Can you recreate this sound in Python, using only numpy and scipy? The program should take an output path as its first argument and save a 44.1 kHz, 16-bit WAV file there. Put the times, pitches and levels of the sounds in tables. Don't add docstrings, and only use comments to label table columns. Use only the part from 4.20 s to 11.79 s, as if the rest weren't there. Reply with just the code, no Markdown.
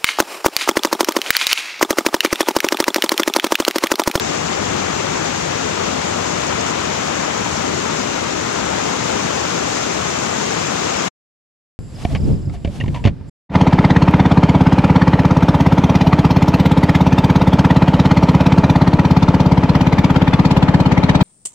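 import sys
import numpy as np
from scipy import signal
from scipy.fft import rfft, irfft, next_fast_len
from scipy.io import wavfile
from scipy.ndimage import uniform_filter1d, map_coordinates

SR = 44100
rng = np.random.default_rng(int(sys.argv[2]) if len(sys.argv) > 2 else 0)


def persist_wave(psi):
    counts = np.round(np.clip(psi, -1, 1) * 32767).astype(np.int16)
    wavfile.write(sys.argv[1], SR, np.atleast_2d(counts).T)


N = 334719
TIME_S = np.arange(N) / SR


def amp(db):
    return 10 ** (np.asarray(db) / 20)


def unit(x):
    return x / np.sqrt(np.mean(x ** 2) + 1e-20)


def along(points, hz):
    f, v = np.transpose(points)
    return np.interp(np.log(hz + 1), np.log(f + 1), v)


def wobble(rate):
    knots = rng.standard_normal(int(N * rate / SR) + 4)
    return map_coordinates(knots, [np.arange(N) * rate / SR])


def swell(s, half_s):
    return np.exp(-.5 * ((TIME_S - s) / half_s) ** 2)


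def pan(left_over_right_db):
    gains = amp(np.array([[.5], [-.5]]) * left_over_right_db)
    return gains / gains.mean(axis=0)


def filtered(x, response):
    size = next_fast_len(N + SR // 2)
    hz = np.fft.rfftfreq(size, 1 / SR)
    return irfft(rfft(x, size) * response(hz), size)[..., :N]


def foam(patchy_db, patch_hz, patch_s):
    hz, t, z = signal.stft(rng.standard_normal((2, N)), SR, nperseg=512)
    bins = max(1, round(patch_hz / hz[1]))
    frames = max(1, round(patch_s / t[1]))
    patches = uniform_filter1d(rng.standard_normal(z.shape), bins, axis=1)
    patches = uniform_filter1d(patches, frames, axis=2)
    patchy = signal.istft(z * amp(patchy_db * unit(patches)))[1]
    return unit(patchy[:, :N])


def bubbles(lo_hz, hi_hz, cycles, spread_db, rise, count):
    when, pitch, size, stream = rng.random((count, 4)).T[:, :, None]
    hz = lo_hz + (hi_hz - lo_hz) * pitch
    k = np.arange(min(int(cycles * SR / lo_hz), 4000))
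    turns = hz * k / SR
    age = turns / cycles
    strength = np.sqrt(hz) * amp(-spread_db * np.log(size + np.exp(-4)))
    envelope = amp(-40 * age) * (1 - np.exp(-2 * turns))
    tone = np.sin(2 * np.pi * turns * (1 + rise * age / 2))
    ring = strength * envelope * tone
    start = (when * N).astype(int) + N * (stream > .5)
    streams = np.bincount((start + k).ravel(), ring.ravel(), 2 * N)[:2 * N].reshape(2, N)
    return unit(streams) * np.sqrt(2 * (hi_hz - lo_hz) / SR)


# (frequency [Hz], relative level per Hz [dB])
WATER_SPECTRUM = [(22, -25), (48, -18), (85, -1), (125, -2.5), (170, 1.04), (300, 0.5), (400, 1),
                  (850, -2.5), (1450, -6.5), (2000, -8.5), (4700, -15.5), (5700, -14.5), (6400, -14),
                  (6660, -10.5), (6800, -13.5), (7200, -14), (7480, -17), (7850, -22.5), (8200, -24.6),
                  (8900, -32.5), (9200, -32), (10000, -38), (13800, -52), (14600, -40.5)]
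# (frequency [Hz], level [dB])
PHONE_SHADOW = [(50, -5), (250, -6.5), (650, -9.5), (1400, -7.5), (2200, -9.5), (2900, -6), (3500, -11),
                (4000, -11), (4500, -7), (5800, -1.5), (6450, -0.8), (6750, -1.5), (7300, -3), (7850, -0.2),
                (9000, 0), (15000, 5)]
# (frequency [Hz], correlation [0-1])
LIKENESS = [(25, 0.48), (85, 0.95), (220, 0.96), (450, 0.92), (700, 0.76), (1300, 0.61), (2200, 0.13),
            (8000, 0.08)]
LAG_MS = 0.804


def heard(pair, lo_hz, hi_hz):
    def band(hz):
        edges = np.sqrt((1 + (lo_hz / (hz + 1)) ** 10) * (1 + (hz / hi_hz) ** 10))
        return amp(along(WATER_SPECTRUM, hz)) / edges

    def split(hz):
        angle = np.arccos(np.clip(along(LIKENESS, hz), 0, 1)) / 2
        return band(hz) * [np.cos(angle), np.sin(angle)]

    def right_path(hz):
        return amp(along(PHONE_SHADOW, hz)) * np.exp(-2j * np.pi * hz * LAG_MS / 1000)

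    common, apart = filtered(pair, split)
    left = common + apart
    right = filtered(common - apart, right_path)
    return np.array([left, right]) / np.std((left + right) / 2)


def facing():
    middle_s, half_s = 4.8, .25
    return .5 + .5 * np.tanh((TIME_S - middle_s) / half_s)


# (time [s], half length [s], lift [dB])
SURGE_LIFTS = [(1.65, .08, 0.6), (2.3, .1, 0.5), (2.75, .3, 0.7), (4.66, .08, 1.1), (4.96, .09, 1),
               (6.78, .09, 1.2)]


def surges():
    return sum(db * swell(s, half_s) for s, half_s, db in SURGE_LIFTS)


# (time [s], half length [s], level [dB])
PLUNGE_HITS = [(0.53, 0.035, -29), (1.70, 0.038, -29), (3.53, 0.07, -29.5), (5.058, 0.018, -25.5),
               (6.54, 0.025, -34)]
ROAR_DB = -28


def roar():
    pockets = bubbles(145.7, 476, cycles=13, spread_db=0.5, rise=0.19, count=4000)
    mass = foam(patchy_db=0.3, patch_hz=200, patch_s=.04)
    churn = heard(mass + amp(-6.5) * pockets, 10, 403)
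    plunging = sum(amp(db) * swell(s, half_s) for s, half_s, db in PLUNGE_HITS)
    return churn * np.hypot(amp(ROAR_DB), plunging)


SPRAY_DB, TURN_SPRAY_DB = -31.5, 1.47
SPRAY_SIDE_DB, TURN_SIDE_DB = 0.84, -0.5
SURGE_SPRAY_SHARE = .3


def spray(turned, surge_db):
    fizz = bubbles(3500, 12000, cycles=7.1, spread_db=4.5, rise=0.088, count=12000)
    mist = foam(patchy_db=1.2, patch_hz=1800, patch_s=0.041)
    hiss = heard(mist + amp(-7.5) * fizz, 3480, 18000)
    level_db = SPRAY_DB + TURN_SPRAY_DB * turned + SURGE_SPRAY_SHARE * surge_db
    side_db = SPRAY_SIDE_DB + TURN_SIDE_DB * turned
    return hiss * pan(side_db) * amp(level_db + 0.31 * wobble(20))


# (time [s], half length [s], level [dB], left over right [dB])
NEAR_WAVES = [(0.95, .05, -38, -6), (2.095, 0.035, -34.5, 7), (2.271, 0.004, -32.5, -9),
              (2.283, 0.002, -33, -9), (2.408, .006, -30, -7), (2.468, 0.0035, -30, -8),
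              (2.49, .022, -34.5, -7), (3.785, .025, -39.5, 10.5)]


def splashes():
    drops = heard(bubbles(2800, 11000, cycles=12, spread_db=2.5, rise=0.093, count=24000), 5200, 9000)
    return drops * sum(amp(db) * pan(side_db) * swell(s, half_s) for s, half_s, db, side_db in NEAR_WAVES)


RUSH_DB, TURN_RUSH_DB = -25.5, 0.38
RUSH_SIDE_DB, RUSH_DRIFT_DB_PER_S = 0.3, -0.12


def rush(turned, surge_db):
    gurgle = bubbles(353.5, 3493, cycles=13, spread_db=1.0, rise=.15, count=9000)
    mass = foam(patchy_db=0.45, patch_hz=500, patch_s=.08)
    white_water = heard(mass + amp(-6.5) * gurgle, 408, 3840)
    level_db = RUSH_DB + TURN_RUSH_DB * turned + surge_db
    side_db = RUSH_SIDE_DB + RUSH_DRIFT_DB_PER_S * TIME_S
    return white_water * pan(side_db) * amp(level_db + 0.17 * wobble(8.3))


def scene():
    turned = facing()
    surge_db = surges()
    return roar() + spray(turned, surge_db) + splashes() + rush(turned, surge_db)


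STOP_S, TOP_HZ = 6.882, 15600


def record(dry):
    after_stop_s = np.maximum(TIME_S - STOP_S, 0)
    shut = amp(-60 * after_stop_s / 0.017)
    return filtered(dry * shut, lambda hz: np.clip((TOP_HZ - hz) / 200 + .5, 0, 1))


dry = scene()
out = record(dry)
persist_wave(out)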